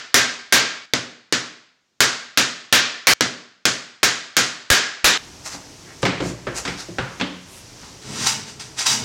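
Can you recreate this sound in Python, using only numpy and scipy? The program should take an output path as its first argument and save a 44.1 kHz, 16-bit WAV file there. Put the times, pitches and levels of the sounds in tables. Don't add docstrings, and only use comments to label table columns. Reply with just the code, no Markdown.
import sys
import numpy as np
from scipy import signal
from scipy.fft import rfft, irfft, next_fast_len
from scipy.io import wavfile

SR = 44100
rng = np.random.default_rng(int(sys.argv[2]) if len(sys.argv) > 2 else 0)


def master(y):
    cut = np.clip(np.atleast_2d(y).T, -1, 1)
    pcm = np.round(cut * 32767)
    wavfile.write(sys.argv[1], SR, pcm.astype(np.int16))


N = 398663
TIME = np.arange(N) / SR
RING_TIME = TIME[:SR // 4]


def from_db(db):
    return 10 ** (np.asarray(db) / 20)


def rms_one(x):
    return x / np.sqrt(np.mean(x ** 2) + 1e-20)


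def unit_energy(x):
    return x / np.sqrt(np.sum(x ** 2) + 1e-20)


def at_hz(points, hz):
    table_hz, value = np.transpose(points)
    return np.interp(np.log(np.maximum(hz, 1)), np.log(table_hz), value)


def colour(x, spectrum):
    size = next_fast_len(len(x))
    gain = from_db(at_hz(spectrum, np.fft.rfftfreq(size, 1 / SR)))
    return rms_one(irfft(rfft(x, size) * gain, size)[:len(x)])


def butter(x, hz, kind, order=2):
    edge_hz = np.clip(hz, 10, .45 * SR)
    return signal.sosfilt(signal.butter(order, edge_hz, kind, fs=SR, output="sos"), x)


def resonate(x, hz, width):
    r = np.exp(-np.pi * width / SR)
    feedback = [1, -2 * r * np.cos(2 * np.pi * hz / SR), r * r]
    return signal.lfilter(np.array([1, 0, -1]) * (1 - r * r) / 2, feedback, x)


def ring(modes, spread_db):
    total = np.zeros(len(RING_TIME))
    for k, (hz, db, t60) in enumerate(modes):
        sine = np.sin(2 * np.pi * hz * RING_TIME) * from_db(-60 * RING_TIME / t60)
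        strength = from_db(db + spread_db * rng.normal())
        total += strength * (-1) ** k * unit_energy(sine)
    return unit_energy(total)


def crack(spectrum):
    log_gain = np.log(from_db(at_hz(spectrum, np.fft.rfftfreq(SR, 1 / SR))))
    cepstrum = irfft(log_gain, SR)
    pulse = irfft(np.exp(rfft(2 * cepstrum[:SR // 2], SR)), SR)
    return unit_energy(pulse[:len(RING_TIME)])


# frequency in Hz, time to fall by 60 dB in seconds.
ROOM_DECAY = [(60, 0.32), (140, 0.48), (400, 0.45), (800, 0.55), (1500, 0.55), (4000, 0.55), (7000, 0.47),
              (10000, 0.39), (15000, 0.39)]


def room(direct_db, near_db, near_t60, build_s):
    t, hz = TIME[:SR], np.fft.rfftfreq(SR, 1 / SR)
    white = rfft(rng.standard_normal(SR))
    edges = np.r_[0, np.geomspace(100, 20000, 13)]
    tail = np.zeros(SR)
    for low, high in zip(edges, edges[1:]):
        band = irfft(white * (hz >= low) * (hz < high), SR)
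        tail += band * np.exp(-np.log(1000) * t / at_hz(ROOM_DECAY, (low + high) / 2))
    near = rng.standard_normal(SR) * np.exp(-np.log(1000) * t / near_t60)
    build_up = 1 - np.exp(-t / build_s)
    return (tail + from_db(near_db) * near) * build_up + from_db(direct_db) * (t == 0)


# time in seconds, step in the lingering ring in dB.
SPLICE_POINTS = [(0.857, -12), (3.136, -41), (5.176, -22.5)]


def add(track, s, sound):
    t = s + np.arange(len(sound)) / SR
    step = sum(step_db * (t > cut) * (cut > s) for cut, step_db in SPLICE_POINTS)
    sound = sound * from_db(step)
    start = max(round(s * SR), 0)
    part = sound[start - round(s * SR):][:N - start]
    track[start:start + len(part)] += part


# frequency in Hz, relative density in dB per Hz.
BENCH_SPECTRUM = [(30, -12.5), (110, -8), (250, -4.5), (600, -14), (2000, -15.5), (6500, -15),
                  (10000, -34.5), (16000, -38.5)]
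# frequency in Hz, relative density in dB per Hz.
DOOR_SPECTRUM = [(15, -22), (25, -5.5), (108, -4), (217, -12.5), (285, -9), (439, -14.5), (531, -17.5),
                 (911, -18.5), (1440, -23), (1740, -22), (3820, -23), (5880, -17.5), (16000, -46.5)]
BENCH_AIR_DB, DOOR_AIR_DB = -70, -42


def air():
    bench = from_db(BENCH_AIR_DB) * colour(rng.standard_normal(N), BENCH_SPECTRUM)
    door = from_db(DOOR_AIR_DB) * colour(rng.standard_normal(N), DOOR_SPECTRUM)
    return np.where(TIME < SPLICE_POINTS[-1][0], bench, door)


# middle in seconds, half the full length in seconds, relative level in dB, centre of the hiss in Hz.
RUB_EVENTS = [(5.472, 0.054, -30.5, 5340), (5.532, 0.078, -33, 5200), (5.907, 0.097, -45, 1570),
              (6.027, 0.013, -33.5, 6350), (6.269, 0.11, -30, 5500), (6.58, 0.063, -26.5, 5700),
              (6.696, .12, -39, 4940), (6.808, 0.066, -32.5, 4830), (7.548, 0.15, -45, 8200),
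              (7.847, 0.17, -46, 4700)]


def rubs(grain_db, dull_db):
    out = np.zeros(N)
    for s, half_length, level_db, centre_hz in RUB_EVENTS:
        size = int(2 * half_length * SR)
        grains = rng.standard_normal(SR) * from_db(grain_db * rng.standard_normal(SR))
        hiss = rms_one(butter(grains, [centre_hz / 1.36, centre_hz * 1.33], "band"))
        scuff = rms_one(butter(grains, [centre_hz / 8, centre_hz / 2], "band"))
        friction = (hiss + from_db(dull_db) * scuff)[:size]
        add(out, s - half_length, from_db(level_db) * friction * np.hanning(size) ** 2)
    return out


# start in seconds, attack in seconds, hold in seconds, bite in dB,
# shaking of the frame in dB (both relative).
SAW_STROKES = [(8.016, 0.24, 0.03, -23.5, -29.5), (8.258, 0.013, 0.023, -12.5, -36),
               (8.44, 0.042, 0.013, -33.5, -40), (8.594, 0.003, 0.016, -30.5, -46),
               (8.762, 0.027, 0.028, -23, -58), (8.854, 0.014, 0.064, -11.5, -21.5)]
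SWELL_DB, SAG_DB_PER_S, RELEASE_DB_PER_S = 22.5, 31.5, 231
SHAKE_BUILD_S, SHAKE_LAG_S, SHAKE_RELEASE_DB_PER_S = 0.049, 0.073, 73.5


def stroke_levels():
    bite, shake = np.zeros(N), np.zeros(N)
    for s, attack, hold, bite_db, shake_db in SAW_STROKES:
        t = np.maximum(TIME - s, 0)
        swell = SWELL_DB * np.minimum(t / attack - 1, 0)
        sag = SAG_DB_PER_S * np.clip(t - attack, 0, hold)
        release = RELEASE_DB_PER_S * np.maximum(t - attack - hold, 0)
        settle = SHAKE_RELEASE_DB_PER_S * np.maximum(t - attack - hold - SHAKE_LAG_S, 0)
        build = (1 - np.exp(-t / SHAKE_BUILD_S)) ** 2
        bite = np.hypot(bite, from_db(bite_db + swell - sag - release) * (t > 0))
        shake = np.hypot(shake, from_db(shake_db - settle) * build)
    return bite, shake


# frequency in Hz, relative density in dB per Hz.
RASP_SPECTRUM = [(180, -40), (300, -2.5), (354, -40), (398, -10), (565, -11), (900, 1), (1300, -1),
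                 (1410, 0), (2520, -0.5), (4440, 0), (5900, 1), (8790, -5.5), (16000, -47)]
# frequency in Hz, width in Hz, relative gain in dB.
BLADE_MODES = [(898, 30, -9), (2500, 59, -13), (2900, 67, -5), (3800, 130, -5), (4760, 81, 7),
               (5700, 880, 1), (7320, 99, 1)]
# frequency in Hz, width in Hz, relative gain in dB.
SWAY_MODES = [(131.6, 8.3, 3), (210, 26, -8.5), (407, 16, -15.5)]
TEETH_PER_S, DB_PER_DOUBLING = 1100, 13


def saw(tooth_decay, tooth_db, blade_db, shudder_db):
    bite, shake = stroke_levels()
    bite_db = 20 * np.log10(bite + 1e-9)
    teeth_per_s = TEETH_PER_S * 2 ** (bite_db / DB_PER_DOUBLING)
    unsteady = rms_one(butter(rng.standard_normal(N), 90, "low"))
    travel = np.cumsum(teeth_per_s * np.exp(.2 * unsteady)) / SR
    snag = from_db(tooth_db * rng.standard_normal(N))[travel.astype(int)]
    grip = snag * np.exp(-tooth_decay * (travel % 1))
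    steady_grip = np.where(bite > 0, grip, grip[bite > 0].mean())
    tearing = rms_one(steady_grip * rng.standard_normal(N))
    blade = rms_one(sum(from_db(db) * resonate(tearing, hz, width) for hz, width, db in BLADE_MODES))
    sing = from_db(blade_db + .5 * (bite_db - bite_db.max()))
    rasp = bite * (colour(tearing, RASP_SPECTRUM) + sing * blade)
    sway = rms_one(sum(from_db(db) * resonate(tearing, hz, width) for hz, width, db in SWAY_MODES))
    return rasp + from_db(shudder_db) * shake * sway


# time in seconds, force in dB, thud against the clack in dB,
# contact cut-off in Hz, ring of the struck rail in Hz.
FRAME_BUMPS = [(5.543, -36, -4, 1190, 830), (6.030, -17, 9, 4530, 1100), (6.053, -7.5, -2, 3500, 2120),
               (6.064, -25, 9, 4500, 2630), (6.203, -21.5, 11.5, 3000, 655), (6.226, -23.5, 8, 895, 400),
               (6.4692, -24, 2, 1990, 1570), (6.652, -25.5, -4, 5070, 1330), (6.677, -25.5, -1, 4000, 2230),
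               (6.884, -43, 15, 298, 198), (6.985, -19, 0.5, 2490, 1390), (7.199, -27, -24, 4000, 2500),
               (7.212, -16.5, 0.5, 2900, 3300), (7.832, -44, -18, 2480, 1000)]
# frequency in Hz, relative strength in dB, time to fall by 60 dB in seconds.
UPRIGHT_MODES = [(59.3, -8.5, 0.51), (107, -7, 0.23), (129, 1.5, 0.087), (181.5, -2, 0.26), (285, 1, 0.11),
                 (345, -2.5, 0.046), (550, -3.5, 0.019), (670, -6.5, 0.053)]
# frequency in Hz, relative density in dB per Hz.
CLACK_SPECTRUM = [(40, -23), (150, 5.5), (450, 1), (900, 1), (1700, 0), (2800, -1.5), (4500, -0.5),
                  (8000, -1.5), (16000, -42)]


def frame_knocks(body_db, rail_db, rail_q, level_db):
    out, pulse = np.zeros(N), crack(CLACK_SPECTRUM)
    for s, force_db, thud_db, contact_hz, rail_hz in FRAME_BUMPS:
        contact = unit_energy(butter(pulse, contact_hz, "low"))
        rail = unit_energy(resonate(contact, rail_hz, rail_hz / rail_q))
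        clack = unit_energy(contact + from_db(rail_db) * rail)
        boom = from_db(body_db + thud_db) * ring(UPRIGHT_MODES, spread_db=5.5)
        walls = room(direct_db=23, near_db=6.5, near_t60=0.11, build_s=0.00059)
        add(out, s, from_db(level_db + force_db) * signal.fftconvolve(clack + boom, walls))
    return out


# time in seconds, force in dB, bench thud in dB (both relative), contact cut-off in Hz.
MALLET_BLOWS = [(-.22, -6, -5, 7100), (0.1429, -1, 4, 8000), (0.5244, 0.5, 3, 6900),
                (0.936, -14.5, -1, 6340), (1.325, -11.5, -2, 7000), (2.005, -4, 0, 8700),
                (2.374, -5.5, 0.5, 8300), (2.726, 0.5, 1, 6300), (3.070, 3, 2, 6860),
                (3.2085, -12, 0.5, 6860), (3.654, -9.5, -1.5, 9100), (4.031, -5, -2, 8600),
                (4.367, -5.5, 0, 9800), (4.702, 0.5, -1, 7400), (5.044, 0.5, -4, 7400)]
# frequency in Hz, relative strength in dB, time to fall by 60 dB in seconds.
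JOINT_MODES = [(1495, -11.5, 0.034), (1560, -3.5, 0.089), (1673, -1.5, .05), (1725, 3.5, 0.036),
               (2250, -3, 0.039), (2296, 3.5, 0.034), (3175, -10, 0.066), (3500, -25, 0.051),
               (3900, -4.5, 0.0028), (4180, -11.5, 0.026), (5800, -7.5, 0.017)]
# frequency in Hz, relative strength in dB, time to fall by 60 dB in seconds.
BENCH_TOP_MODES = [(131, -3.5, 0.16), (180, -8, 0.17), (250, -1, 0.095), (304.7, -2.5, 0.081),
                   (509, -0.5, 0.011)]
# frequency in Hz, relative density in dB per Hz.
CRACK_SPECTRUM = [(40, -18), (150, -11.5), (400, -2), (900, -5.5), (1500, 4.5), (2800, -1.5), (4500, 0),
                  (6800, -1), (8500, -10.5), (11000, -20), (16000, -32.5)]
# start in seconds, length in seconds, peak pressure in dB.
AIR_PUFFS = [(4.706, 0.0086, 12), (5.041, 0.016, 0)]


def mallet(modes_db, bench_db, crush_db, level_db):
    out, pulse = np.zeros(N), crack(CRACK_SPECTRUM)
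    boom = room(direct_db=31, near_db=-12.5, near_t60=0.15, build_s=0.009)
    for s, force_db, thud_db, contact_hz in MALLET_BLOWS:
        joint = from_db(modes_db + 1.2 * force_db) * ring(JOINT_MODES, spread_db=5.0)
        wood = butter(pulse + joint, contact_hz, "low")
        walls = room(direct_db=31.5, near_db=8.5, near_t60=0.24, build_s=0.0028)
        crush = from_db(crush_db) * rng.standard_normal(SR) * np.exp(-TIME[:SR] / 0.0019)
        knock = from_db(force_db) * signal.fftconvolve(wood, walls + crush)
        bench = ring(BENCH_TOP_MODES, spread_db=1.5)
        thud = from_db(bench_db + thud_db) * signal.fftconvolve(bench, boom)
        add(out, s, from_db(level_db) * (knock + thud))
    for s, length, pressure_db in AIR_PUFFS:
        add(out, s, -from_db(pressure_db) * np.hanning(int(length * SR)))
    return out


def scene():
    friction = rubs(grain_db=7, dull_db=-4.0)
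    friction = friction + saw(tooth_decay=0.47, tooth_db=0.5, blade_db=-2.5, shudder_db=1.5)
    walls = unit_energy(room(direct_db=38.5, near_db=11.5, near_t60=0.04, build_s=0.0034))
    friction = signal.fftconvolve(friction, walls)[:N]
    knocks = frame_knocks(body_db=-0.5, rail_db=-8.5, rail_q=3.6, level_db=-4.0)
    blows = mallet(modes_db=-10, bench_db=-17.0, crush_db=16.5, level_db=-2)
    return np.tile(air() + friction + knocks + blows, (2, 1))


def gain_control(x, limit_db, release_db_per_s, attack_s):
    r, stretches = np.exp(-1 / (attack_s * SR)), []
    for stretch in np.split(x, [round(s * SR) for s, _ in SPLICE_POINTS], axis=-1):
        recovery = release_db_per_s * TIME[:stretch.shape[-1]]
        over = np.maximum(20 * np.log10(np.abs(stretch) + 1e-9) - limit_db, 0)
        held = np.maximum.accumulate(over + recovery, axis=-1) - recovery
        reduction_db = signal.lfilter([1 - r], [1, -r], held)
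        stretches.append(stretch * from_db(-reduction_db))
    return np.concatenate(stretches, axis=-1)


CUTOFF_HZ = 16200


def record(dry):
    top = from_db(-1.5)
    clipped = dry / (1 + (dry / top) ** 6) ** (1 / 6)
    ducked = gain_control(clipped, limit_db=-9.5, release_db_per_s=14.5, attack_s=0.003)
    no_rumble = butter(ducked, 85, "high", order=1)
    return signal.sosfilt(signal.ellip(10, .1, 70, CUTOFF_HZ, fs=SR, output="sos"), no_rumble)


dry = scene()
out = record(dry)
master(out)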